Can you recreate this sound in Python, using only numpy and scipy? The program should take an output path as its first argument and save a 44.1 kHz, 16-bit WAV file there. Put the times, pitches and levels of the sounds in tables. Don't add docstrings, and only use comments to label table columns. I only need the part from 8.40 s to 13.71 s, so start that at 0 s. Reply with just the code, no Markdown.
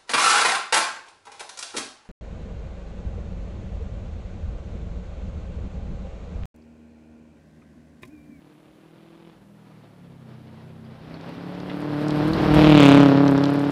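import sys
import numpy as np
from scipy import signal
from scipy.fft import rfft, irfft, next_fast_len
from scipy.io import wavfile
from scipy.ndimage import uniform_filter1d, map_coordinates

SR = 44100
rng = np.random.default_rng(int(sys.argv[2]) if len(sys.argv) > 2 else 0)


def store_pcm(level_fs):
    pcm = np.round(np.clip(level_fs, -1, 1) * 32767).astype(np.int16)
    wavfile.write(sys.argv[1], SR, np.atleast_2d(pcm).T)


def volts_from_decibels(level):
    exponent = np.asarray(level, float) / 20
    return 10 ** exponent


N = 234215

# (frequency [Hz], level per Hz [dB])
HISS_COLOUR = [(3240, -52), (5500, 10), (9000, 8), (10500, 8), (11300, 6), (14200, 4), (15100, 6),
               (15600, -21)]
# (frequency [Hz], level [dB])
CAMERA_WHINE = [(10519, -86)]

# (time [s], level [dB])
ROAR_LEVEL = [(0, -57.5), (.74, -57), (1.36, -56.5), (1.7, -55.5), (2.03, -53), (2.4, -52.5), (2.88, -44),
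              (3.49, -37.5), (3.96, -28.5), (4.18, -23), (4.5, -24), (4.58, -25.5), (4.75, -30),
              (4.98, -33), (5.31, -33.5)]
# (frequency [Hz], level per Hz [dB])
ROAR_COLOUR = [(60, -37.5), (120, 2), (260, 2.5), (530, -2.5), (1060, -9), (4300, -22.5), (5300, -27.5),
               (6200, -38.5), (11000, -69)]
# (frequency [Hz], level per Hz [dB])
SPRAY_COLOUR = [(4000, -37), (6000, -12), (7600, -6), (9000, -7), (12000, -5), (14000, -14), (15300, -20),
                (16000, -70)]
# (frequency [Hz], level per Hz [dB])
BUFFET_COLOUR = [(12, -19), (20, -36), (43, 19), (86, 17.5), (110, -12.5), (140, -72), (240, -120)]
# (time [s], rise [dB])
GUSTS = [(1.7, 10), (2.7, 10), (3.3, 5), (3.6, 7), (3.95, 6), (4.2, 11), (4.67, -2), (4.821, -1), (5.3, 4)]

# (time [s], peak level [dB], pitch [Hz])
STONE_HITS = [(2.6986, -57, 3676), (2.8107, -48, 3580), (3.149, -48, 3550), (3.2017, -40, 3430),
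              (3.683, -36, 4810), (3.707, -30, 3140), (3.9924, -47, 3730), (4.6586, -33, 3760),
              (4.6853, -30.5, 3342), (4.7737, -31.5, 3240), (4.853, -35, 3270), (4.8799, -27, 3290),
              (4.978, -32, 4270), (5.0385, -24.5, 3582), (5.0557, -27.5, 3293), (5.0829, -36, 3640)]
# (time [s], peak level [dB], pitch [Hz])
CHIP_HITS = [(2.892, -56, 10500), (3.4044, -52, 10500), (3.4176, -50, 6530), (3.628, -52, 7548),
             (3.6836, -45, 7618), (3.705, -44.5, 7400), (4.9113, -41, 7878), (4.9791, -54.5, 7692),
             (5.0627, -51, 7850), (5.1026, -43, 7950), (5.1386, -45, 10100), (5.157, -47.5, 8030),
             (5.1942, -42.5, 7640), (5.215, -55, 7042), (5.2495, -50, 6507), (5.2794, -55, 7520),
             (5.3054, -42.5, 6443)]
# (time [s], peak level [dB], pitch [Hz])
FLOOR_PINGS = [
    (2.449, -56, 4448),
    (2.742, -48, 4400),
    (3.9345, -28, 4220),
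]
# (time [s], peak level [dB], pitch [Hz])
GRAVEL_SCRAPES = [
    (3.297, -36, 2300),
    (3.876, -49, 9000),
    (4.142, -41, 8500),
]
# (width [octaves], time to fade by 60 dB [s])
HIT_KINDS = [
    (.55, .013),
    (.4, .012),
    (.09, .028),
    (.5, .075),
]

# (time [s], rate [Hz])
CYCLE_RATE = [(0, 36.77), (.58, 41.04), (.89, 41.66), (1.0, 38.95), (1.15, 40.54), (1.29, 39.43),
              (1.95, 31.03), (2.4, 32.15), (2.62, 31.32), (3.12, 35.86), (3.45, 36.77), (3.84, 37.73),
              (3.96, 40.4), (4.06, 37.4), (4.28, 38.45), (4.43, 35.32), (4.75, 34.63), (5.31, 35.05)]
# (time [s], level [dB])
EXHAUST_LEVEL = [(0, -54.5), (.45, -56), (.88, -51), (.95, -55), (1.02, -52), (2.08, -44.5), (2.62, -42.5),
                 (3.31, -31), (3.45, -28.5), (3.89, -21), (3.95, -25), (4.08, -16), (4.36, -12),
                 (4.63, -12), (4.7, -16), (4.85, -16), (5.1, -21), (5.31, -23.5)]
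# (time [s], throttle [0-1], unevenness of the banks [0-1], aim at the microphone [0-1])
DRIVER = [(0, .85, .7, .7), (.9, .85, .6, .85), (.97, .03, .15, .2), (2.55, .1, .1, 0), (2.75, .5, .9, .3),
          (3.3, .55, .7, 0), (3.5, .75, .33, 0), (3.95, .75, .33, 0), (4.07, .5, .4, 0),
          (4.2, .85, .3, .75), (4.3, .94, .35, .85), (4.45, 1, .3, 1), (4.62, 1, .3, .55),
          (4.75, 1, .3, .05), (5.31, 1, .3, .05)]
# (multiple of the cycle rate [1], level [dB])
OVERRUN_HUM = [(3, -1.5), (6, -13.5), (7, 4), (10, -20), (11, -19)]
# (frequency [Hz], level [dB])
BARK_COLOUR = [(150, -40), (230, -9), (280, 0), (345, -3), (385, -8), (430, -30), (520, -60), (900, -120)]
# (frequency [Hz], level [dB])
RASP_COLOUR = [(335, -41), (415, 0), (575, 1), (725, -5), (1250, -11), (1700, -15), (2100, -28),
               (9000, -120)]
# (frequency [Hz], level [dB])
CRACK_COLOUR = [(800, -30), (1500, -8), (2400, 0), (3500, -3), (4200, -9), (5500, -22), (7000, -27),
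                (15500, -66)]
# (frequency [Hz], level [dB])
EDGE_COLOUR = [(600, -40), (900, -5), (1300, 0), (1700, -2), (2300, -10), (5500, -19), (8000, -24),
               (15500, -44)]


def unit(x):
    return x / np.sqrt(np.mean(x ** 2) + 1e-20)


def steady(x):
    power = uniform_filter1d(uniform_filter1d(x ** 2, SR // 8), SR // 8)
    return x / np.sqrt(np.abs(power) + 1e-20)


def curves(rows):
    s, *columns = np.transpose(rows)
    return [np.interp(np.arange(N) / SR, s, column) for column in columns]


def wobble(rate):
    knots = rng.standard_normal(int(N * rate / SR) + 4)
    return map_coordinates(knots, [np.arange(N) * rate / SR])


def bump(s, half_s):
    return np.exp(-((np.arange(N) / SR - s) / half_s) ** 2)


def gain(points, hz):
    f, db = np.transpose(points)
    return volts_from_decibels(np.interp(np.log(hz + 1), np.log(f), db))


def colour(points):
    def response(hz):
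        cepstrum = irfft(np.log(gain(points, hz) + 1e-6))
        cepstrum[1:len(cepstrum) // 2] *= 2
        cepstrum[len(cepstrum) // 2 + 1:] = 0
        return np.exp(rfft(cepstrum))
    return response


def filtered(x, response):
    m = 2 * next_fast_len(N // 2 + 8192)
    return irfft(rfft(x, m) * response(np.fft.rfftfreq(m, 1 / SR)), m)[:N]


def pulses(at, size):
    k = np.floor(at)[:, None] + np.arange(-7, 9)
    away = k - at[:, None]
    shape = np.sinc(away) * np.cos(np.pi * away / 16) ** 2
    places = np.clip(k, 0, N).astype(int)
    return np.bincount(places.ravel(), (shape * size[:, None]).ravel(), N + 1)[:N]


def behind():
    pass_s, turn_s = 4.36, 0.042
    return .5 + .5 * np.tanh((np.arange(N) / SR - pass_s) / turn_s)


def camera_noise():
    hiss = volts_from_decibels(-76) * unit(filtered(rng.standard_normal(N), colour(HISS_COLOUR)))
    t = np.arange(N) / SR
    whine = sum(volts_from_decibels(db + 3) * np.sin(2 * np.pi * hz * t) for hz, db in CAMERA_WHINE)
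    return hiss + whine


def buffet():
    roar_db, = curves(ROAR_LEVEL)
    gust_half_s = 0.11
    level_db = roar_db - 16.5 + sum(db * bump(s, gust_half_s) for s, db in GUSTS)
    air = unit(filtered(rng.standard_normal(N), colour(BUFFET_COLOUR)))
    return volts_from_decibels(level_db + 3.3 * wobble(9.9)) * air


def grit(rate, spread_db, share):
    count = int(rate * N / SR)
    at = rng.uniform(6.7, N - 9, count)
    size = volts_from_decibels(spread_db * np.minimum(rng.exponential(size=count), 5))
    grains = pulses(at, size * rng.choice([-1, 1], count))
    return share * unit(grains) + rng.standard_normal(N)


def tyres():
    roar_db, = curves(ROAR_LEVEL)
    crunch = unit(filtered(grit(3200, 3.3, share=0.34), colour(ROAR_COLOUR)))
    roar = volts_from_decibels(roar_db + 2.0 + 0.81 * wobble(12) + 1.13 * wobble(45)) * crunch
    shadow_db = -6 * bump(4.48, .14)
    spray_db = roar_db - 31 + 0.5 * behind() + shadow_db
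    fine = unit(filtered(grit(900, 3.1, share=0.65), colour(SPRAY_COLOUR)))
    return roar + volts_from_decibels(spray_db + 2.1 * wobble(24.14)) * fine


def stones():
    out, t = np.zeros(N + SR), np.arange(2048) / SR
    hz = np.fft.rfftfreq(len(t), 1 / SR) + 1
    attack = 1 - np.exp(-t / 0.000095)
    hits = (STONE_HITS, CHIP_HITS, FLOOR_PINGS, GRAVEL_SCRAPES)
    for table, (width, fade_s) in zip(hits, HIT_KINDS):
        for s, db, pitch in table:
            band = np.exp(-.5 * (np.log2(hz / pitch) / width) ** 2)
            burst = unit(irfft(rfft(rng.standard_normal(len(t))) * band))
            out[round(s * SR):][:len(t)] += volts_from_decibels(db + 1.0 - 60 * t / fade_s) * burst * attack
    return out[:N]


def engine_speed():
    shudder_hz, depth_hz, from_s, lasts_s = 4.33, .45, 3.39, 1.68
    bite = 1 - bump(4.15, .16)
    since = np.clip(np.arange(N) / SR - from_s, 0, lasts_s)
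    return curves(CYCLE_RATE)[0] + depth_hz * bite * np.sin(2 * np.pi * shudder_hz * since)


def engine():
    cycle_hz = engine_speed()
    turns = .3 + np.cumsum(cycle_hz) / SR
    level_db, = curves(EXHAUST_LEVEL)
    throttle, uneven, aim = curves(DRIVER)
    coast = 1 - np.clip(throttle, 0, 1)
    shut, past = coast ** 2, behind()
    rough = .04 + .4 * coast ** 1.5
    lead = .25 + past * (.55 - aim)

    firing = np.arange(4, int(4 * turns[-1]))
    here = np.interp(firing / 4, turns, np.arange(N)).astype(int)
    bank = np.pi / 2 * firing - lead[here]
    header_lag = .006
    at = np.interp(firing / 4 - header_lag * np.sin(bank), turns, np.arange(N))
    luck = rng.standard_normal((len(at), 2))
    lean = 1 + np.clip(uneven[here], 0, .95) * np.cos(bank)
    size = lean * volts_from_decibels(8 * rough[here] * luck[:, 0])
    at = at + 30 * rough[here] * luck[:, 1]
    train = pulses(at, size)

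    puff_s = 0.0019
    puff_level = np.abs(signal.lfilter([1], [1, -np.exp(-1 / (puff_s * SR))], train))
    puff = puff_level * rng.standard_normal(N)

    def gas(steep):
        steeper = size * lean ** (steep * (1 - coast[here]) ** 2)
        return np.sqrt(1 - rough ** 2) * steady(pulses(at, steeper)) + rough * steady(puff)

    def order(k, lag):
        level = np.sqrt(2) * volts_from_decibels((.6 + 2 * coast) * wobble(8))
        return level * np.cos(2 * np.pi * k * turns - lag + .08 * wobble(6))

    def pipe(points, steep):
        mode_hz, width_hz = 272, 130
        def response(hz):
            return gain(points, hz) * np.exp(1j * np.arctan2(mode_hz ** 2 - hz ** 2, hz * width_hz))
        return steady(filtered(gas(steep), response))

    fourth_db = level_db - 2.5 - 5.5 * past - 26.5 * uneven * coast
    fifth_db = level_db - 14.5 + 9.5 * shut + 10.5 * uneven
    boom = volts_from_decibels(fourth_db) * (order(4, -1.5) + volts_from_decibels(-14) * order(3, 0))
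    boom = boom + volts_from_decibels(fifth_db) * order(5, lead - 1.4)

    hum = 0
    for k, db in OVERRUN_HUM:
        opens_db = -.5 * (k - 3.5) * (cycle_hz - 32.5)
        hum = hum + volts_from_decibels(db + opens_db) * order(k, 0)
    hum = shut * volts_from_decibels(fifth_db - 4.5) * hum

    bark_db = level_db + 0.4 - 16.5 * shut - 9 * uneven * coast
    bark = volts_from_decibels(bark_db) * pipe(BARK_COLOUR, 0)
    far_db = .06 * (level_db - level_db.max())
    rasp = volts_from_decibels(level_db - 7.5 - 11.5 * shut + far_db) * pipe(RASP_COLOUR, 1.2)
    shock = filtered(1.3 * steady(train) + steady(puff), colour(CRACK_COLOUR))
    crack = volts_from_decibels(level_db - 32 + 21 * aim) * steady(shock)
    edge = volts_from_decibels(level_db - 38 + 23 * aim * past) * pipe(EDGE_COLOUR, 0)
    return boom + hum + bark + rasp + crack + edge


def scene():
    return (buffet() + tyres() + stones() + engine())[None]


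def roll_off(x):
    return signal.sosfilt(signal.butter(12, 15740, fs=SR, output="sos"), x)


def record(dry):
    mix = np.clip(dry + camera_noise(), -1, 1)
    return roll_off(mix)


dry = scene()
out = record(dry)
store_pcm(out)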